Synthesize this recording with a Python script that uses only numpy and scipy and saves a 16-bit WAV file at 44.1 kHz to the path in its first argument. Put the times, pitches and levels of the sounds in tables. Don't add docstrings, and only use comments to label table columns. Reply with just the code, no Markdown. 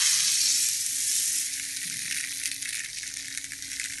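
import sys
import numpy as np
from scipy import signal
from scipy.fft import rfft, irfft, next_fast_len
from scipy.io import wavfile
from scipy.ndimage import map_coordinates

SR = 44100
rng = np.random.default_rng(int(sys.argv[2]) if len(sys.argv) > 2 else 0)


def unload_wav(signal):
    wavfile.write(
        sys.argv[1],
        SR,
        np.round(np.clip(np.atleast_2d(signal).T, -1, 1) * 32767).astype(np.int16),
    )


N = 176400

# frequency in Hz, boost or cut in dB.
PELLET_TONE = [(600, -58.5), (1100, -35), (1500, -22.5), (1900, -15), (2900, -10), (3900, -8), (4900, -6),
               (5600, 0.5), (7000, 1), (8100, -1), (9300, 0.5), (10200, -2.5), (10700, -2.5), (11300, -1),
               (12000, -11.5)]


def plate():
    # pitch in Hz, width in Hz, relative level in dB,
    # time in seconds when the muffling starts.
    notes = [(994, 570, -15, 0.016), (1237, 110, -10, 0.13), (1780, 300, -6.5, 0.016),
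             (2080, 120, -3.5, 0.057), (2510, 220, -8.5, 0.52), (3170, 260, -3, 0.29), (4064, 310, 0, 0.43),
             (4610, 196, 1, 0.49), (5330, 285, 2.5, 0.55), (5740, 340, 3, 0.58), (6510, 610, 1.5, 0.5),
             (7820, 720, -3, 0.48), (9300, 1230, -4.5, 0.28), (11420, 380, -8, 0.33)]
    level_db, muffle_db_per_s = -25, 39.5
    moves_per_s, swing_db, pitch_swing = 30, 1.35, 0.01222
    blows = clicks(per_s=4500, spread_db=4, fade_s=0.00082)
    blows = low_cut(blows, hz=945.5, order=7)
    bare, muffled = 0, 0
    for k, (hz, width_hz, db, buried_s) in enumerate(notes):
        note = signal.lfilter(*signal.iirpeak(hz, hz / width_hz, SR), blows)
        note *= (-1) ** k * amp(db + swing_db * wobble(moves_per_s))
        bare += note
        muffled += note * amp(-muffle_db_per_s * np.maximum(clock() - buried_s, 0))
    bent_time = clock() + pitch_swing / moves_per_s * wobble(moves_per_s)
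    muffled = map_coordinates(muffled, [bent_time * SR], mode="mirror")
    return muffled / np.std(bare) * amp(level_db + 0.62 * wobble(60.6))


def rush():
    # time in seconds, level in dB.
    levels = [(0, -31), (.08, -27.5), (.2, -34.5), (.4, -29), (.52, -30), (.63, -26.5), (.72, -30),
              (.79, -30.5), (1, -30), (1.15, -26), (1.40, -28), (1.5, -35), (2.1, -45.5), (2.5, -52),
              (4, -40.5)]
    hiss = coloured(clicks(per_s=6500, spread_db=5.5, fade_s=0.0032), PELLET_TONE)
    return unit(hiss) * amp(over_time(levels) + 0.59 * wobble(50.3))


def trickle():
    # time in seconds, level in dB before the softening.
    levels = [(0, -49), (1.3, -41.5), (1.6, -37.5), (2, -35), (2.14, -32.5), (2.34, -37), (2.47, -35),
              (2.58, -37), (2.7, -35.5), (2.85, -39), (2.93, -38.5), (3, -35), (3.12, -38.5), (3.27, -37),
              (3.4, -41), (3.5, -44.5), (3.58, -44), (3.72, -36), (3.86, -39), (4, -46)]
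    # frequency in Hz, boost or cut in dB.
    tone = [(600, -37), (1100, -55), (1500, -29), (1900, -1.5), (2800, -10), (3400, -4.5), (3900, 0.5),
            (4900, -1), (5700, 1.5), (6700, 0), (7600, -8), (8400, -3), (9200, 2.5), (10300, 0.5),
            (11200, -2), (12000, -7)]
    # time in seconds, their share of the power from 0 to 1.
    tick_shares = [(1.3, 0.18), (2.4, 0.36), (3.1, 0.43)]
    shower = clicks(per_s=1900 * np.exp(-0.33 * clock()), spread_db=2.0, fade_s=0.0051)
    at = arrivals(per_s=150)
    tick_db = 5 * np.minimum(rng.standard_normal(len(at)), 1)
    ticks = unit(contacts(at, tick_db, fade_s=0.0022))
    share = over_time(tick_shares)
    pellets = unit(coloured(np.sqrt(1 - share) * shower + np.sqrt(share) * ticks, tone))
    dull_from_s, dull_over_s, dull_above_hz, dull_db = 2.77, 0.24, 8350, -10
    treble = filtered(pellets, lambda hz: 1 - 1 / (1 + (hz / dull_above_hz) ** 20))
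    dullness = np.clip((clock() - dull_from_s) / dull_over_s, 0, 1)
    pellets += treble * (amp(dull_db * dullness) - 1)
    return pellets * amp(over_time(levels) + 1.3 * wobble(45))


def snaps():
    # start in seconds, relative level in dB.
    hits = [(.2057, -5), (0.63, -10), (0.6877, -7), (.8637, -9), (1.0056, -9), (1.3861, -10), (1.539, -13),
            (2.38, -22), (3.452, -19)]
    start_s, db = np.transpose(hits)
    return coloured(contacts(np.round(start_s * SR).astype(int), db, fade_s=0.002), PELLET_TONE)


def rim():
    # time in seconds, level in dB.
    levels = [(0, -37), (.8, -47), (1.35, -44), (1.7, -42), (2.04, -42), (2.14, -34), (2.38, -45.5),
              (2.45, -37.5), (2.58, -50), (2.74, -35.5), (2.88, -41), (2.94, -56), (3.04, -44),
              (3.15, -47.5), (3.3, -42), (3.48, -51.5), (3.64, -46), (3.86, -37), (4, -42.5)]
    # time in seconds, hits per second.
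    rates = [(1.3, 600), (1.8, 150), (4, 140)]
    # start in seconds, relative level in dB, boost or cut of the ring in dB.
    taps = [(1.5972, -12.5, -7.5), (1.7697, -12.5, -18), (1.8302, -14.5, -13), (1.8991, -13, -11),
            (1.9693, -17, -23), (2.1107, -14, -7), (2.1242, -11, -8), (2.21, -13, -12), (2.2398, -25, 5.5),
            (2.372, -14.5, -20), (2.4363, -14, -30), (2.457, -6, -17.5), (2.4767, -10, -37),
            (2.5152, -9, -12), (2.563, -15.5, -10), (2.624, -12, -32.5), (2.6282, -11.5, -20),
            (2.6555, -21, -1), (2.6912, -9.5, -16), (2.7065, -16, -9), (2.794, -14, -12),
            (2.8457, -19.5, -4.5), (2.8896, -26.5, -3), (2.9725, -20, -7.5), (2.9856, -14.5, -18),
            (3.031, -16, -7), (3.077, -13.5, -16), (3.0864, -22.5, -28.5), (3.1397, -13, -32),
            (3.1704, -11, -16), (3.2825, -17, -6.5), (3.3492, -15, -12), (3.3746, -8.5, -14),
            (3.382, -14, -9), (3.4429, -13, -10.5), (3.5202, -17.5, -3), (3.534, -19.5, -2),
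            (3.6238, -13, -17), (3.7169, -16, -17), (3.7312, -15.5, -13), (3.7977, -10.5, -6),
            (3.8048, -19, -8), (3.8411, -12, -15), (3.8507, -15, -10), (3.935, -17, -10)]
    per_s = over_time(rates)
    at = arrivals(per_s)
    size, ring_size = np.minimum(rng.standard_normal((2, len(at))), 1)
    patter = rim_hits(at, db=3 * size, ring_db=2 * ring_size - 3)
    patter = unit(patter / np.sqrt(per_s)) * amp(over_time(levels))
    start_s, tap_db, ring_db = np.transpose(taps)
    return patter + rim_hits(np.round(start_s * SR).astype(int), tap_db - 4, ring_db)


def rim_hits(at, db, ring_db):
    # frequency in Hz, boost or cut in dB.
    crack_tone = [(600, -47), (1100, -40), (1700, -12.5), (2400, -4), (3100, -6), (4000, -3.5),
                  (4900, -4.5), (5900, 0.5), (7700, -3), (9300, 1), (10400, -7), (11200, -3), (11900, -24)]
    # pitch in Hz, relative level in dB, seconds to fade by 60 dB.
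    notes = [(1702, -6, 0.01), (1975, -2.5, 0.01116), (2288, -3, 0.011)]
    hold_s, pitch_spread = 0.0005, 0.083
    sag_per_s, sag_from_s = 0.048, 2.754
    t = np.arange(SR // 40) / SR
    after_hold = np.maximum(t - hold_s, 0)
    cracks = rng.choice([-1, 1], (len(at), len(t))) * fade(after_hold, fade_s=0.004)
    sag = sag_per_s * np.maximum(at[:, None] / SR - sag_from_s, 0)
    rings = 0
    for hz, note_db, fade_s in notes:
        spot, size, phase = rng.standard_normal((3, len(at), 1))
        pitch_hz = hz * np.exp(pitch_spread * spot - sag)
        wave = np.sin(2 * np.pi * (pitch_hz * t + phase))
        rings += amp(note_db + size) * fade(after_hold, fade_s) * wave
    strength = np.linalg.norm(rings, axis=1, keepdims=True)
    rings *= strength.mean() / strength
    rings *= amp(ring_db)[:, None] * np.minimum(t / hold_s, 1)
    return coloured(place(cracks, at, db), crack_tone) + low_cut(place(rings, at, db), hz=1595, order=6)


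def room(sound, pieces=50):
    out = np.zeros(N + SR)
    for piece in np.array_split(np.arange(N), pieces):
        echoed = signal.fftconvolve(sound[piece], echoes())
        out[piece[0]:piece[0] + len(echoed)] += echoed
    return out[:N]


def echoes():
    # frequency in Hz, seconds to fade by 60 dB.
    fade_times = [(300, 0.065), (2000, 0.22), (10000, 0.061)]
    near_db, tail_db = -9, -15
    hz, t, spectrum = signal.stft(rng.standard_normal(SR // 4), SR, nperseg=256)
    tail = signal.istft(spectrum * fade(t, over_pitch(fade_times, hz)[:, None]), SR)[1]
    t = np.arange(len(tail)) / SR
    near = rng.standard_normal(len(t)) * fade(t, fade_s=0.016) * (t > 0.0015)
    tail *= t > 0.005
    return amp(near_db) * near / np.linalg.norm(near) + amp(tail_db) * tail / np.linalg.norm(tail)


def appliance():
    # pitch in Hz, level in dB.
    hum_tones = [(65, -80), (100, -73.5), (119.8, -67.5)]
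    # time in seconds, level in dB.
    whir_levels = [(0, -76), (.35, -62.5), (.55, -59.5), (.8, -68.5), (1, -60.5), (1.25, -66), (1.6, -61.5),
                   (2.25, -61), (2.7, -63.5), (2.95, -81), (3.15, -61.5), (3.55, -62), (3.9, -58.5)]
    whir_hz, band_width_hz, band_db = 275.2, 35, -66.5
    hum = 0
    for hz, db in [*hum_tones, (whir_hz, over_time(whir_levels))]:
        gain = amp(db + 0.87 * wobble(7.067))
        hum += gain * unit(np.sin(2 * np.pi * hz * clock() + 0.48 * wobble(5.85)))
    band = signal.lfilter(*signal.iirpeak(whir_hz, whir_hz / band_width_hz, SR), rng.standard_normal(N))
    return hum + amp(band_db) * unit(band)


def rumbles():
    # time of reaching full level in seconds, hold in seconds, level in dB.
    swells = [(0.135, 0.089, -58), (1.855, 0.14, -51.5)]
    # frequency in Hz, boost or cut in dB.
    tone = [(30, -41), (65, -9), (110, -4), (165, 8.5), (230, -1), (400, -14), (900, -62)]
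    rise_s, fall_db_per_s = 0.0186, 73
    gain = 0
    for full_s, hold_s, db in swells:
        t = clock() - full_s
        rise = np.clip(t / rise_s + 1, 0, 1)
        gain += rise * amp(db - fall_db_per_s * np.maximum(t - hold_s, 0))
    return gain * noise(tone)


def room_air():
    # frequency in Hz, boost or cut in dB.
    air_tone = [(20, -17), (50, -15), (100, 2.5), (190, -3.5), (300, -8), (400, -19.5), (600, -15.5),
                (1000, -19.5), (4000, -19.5)]
    drone_tone = [(20, -15), (40, -6), (65, -2), (110, -32), (300, -39)]
    air_db, drone_db, rise_db_per_s = -58.5, -76, 3.5
    return amp(air_db) * noise(air_tone) + amp(drone_db + rise_db_per_s * clock()) * noise(drone_tone)


def clicks(per_s, spread_db, fade_s):
    at = arrivals(per_s)
    sizes = amp(spread_db * np.minimum(rng.standard_normal(len(at)), 2))
    power = np.bincount(at, sizes ** 2, N) / per_s
    power = signal.lfilter([1], [1, -fade(1 / SR, fade_s) ** 2], power)
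    return unit(np.sqrt(power) * rng.standard_normal(N))


def contacts(at, db, fade_s):
    t = np.arange(SR // 200) / SR
    return place(rng.choice([-1, 1], (len(at), len(t))) * fade(t, fade_s), at, db)


def arrivals(per_s):
    count = np.cumsum(np.broadcast_to(per_s, N)) / SR
    hits = np.arange(int(count[-1]))
    return np.searchsorted(count, (hits + 2 * rng.standard_normal(len(hits))) % count[-1])


def place(waves, at, db):
    samples = at[:, None] + np.arange(waves.shape[1])
    return np.bincount(samples.ravel(), (amp(db)[:, None] * waves).ravel(), N)[:N]


def fade(t, fade_s):
    return np.exp(-np.log(1000) * t / fade_s)


def amp(db):
    return 10 ** (np.asarray(db) / 20)


def unit(x):
    return x / np.sqrt(np.mean(x ** 2) + 1e-20)


def clock():
    return np.arange(N) / SR


def over_time(rows):
    return np.interp(clock(), *np.transpose(rows))


def over_pitch(rows, hz):
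    row_hz, values = np.transpose(rows)
    return np.interp(np.log(hz + 1), np.log(row_hz + 1), values)


def wobble(per_s):
    values = rng.standard_normal(int(N * per_s / SR) + 4)
    return map_coordinates(values, [clock() * per_s], mode="nearest")


def noise(tone):
    return unit(coloured(rng.standard_normal(N), tone))


def coloured(x, tone, size=8192):
    cepstrum = irfft(np.log(amp(over_pitch(tone, np.fft.rfftfreq(size, 1 / SR)))))
    cepstrum[1:size // 2] *= 2
    cepstrum[size // 2 + 1:] = 0
    return signal.fftconvolve(x, irfft(np.exp(rfft(cepstrum))))[:N]


def filtered(x, gain_at):
    size = next_fast_len(N + SR // 2)
    return irfft(rfft(x, size) * gain_at(np.fft.rfftfreq(size, 1 / SR)), size)[:N]


def low_cut(x, hz, order):
    return signal.sosfilt(signal.butter(order, hz, "highpass", fs=SR, output="sos"), x)


def scene():
    pour = plate() + rush() + trickle() + snaps() + rim()
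    return (pour + room(pour) + appliance() + rumbles() + room_air())[None]


def record(dry):
    top_hz = 11950
    return filtered(dry[0], lambda hz: 1 / np.sqrt(1 + (hz / top_hz) ** 300))[None]


dry = scene()
out = record(dry)
unload_wav(out)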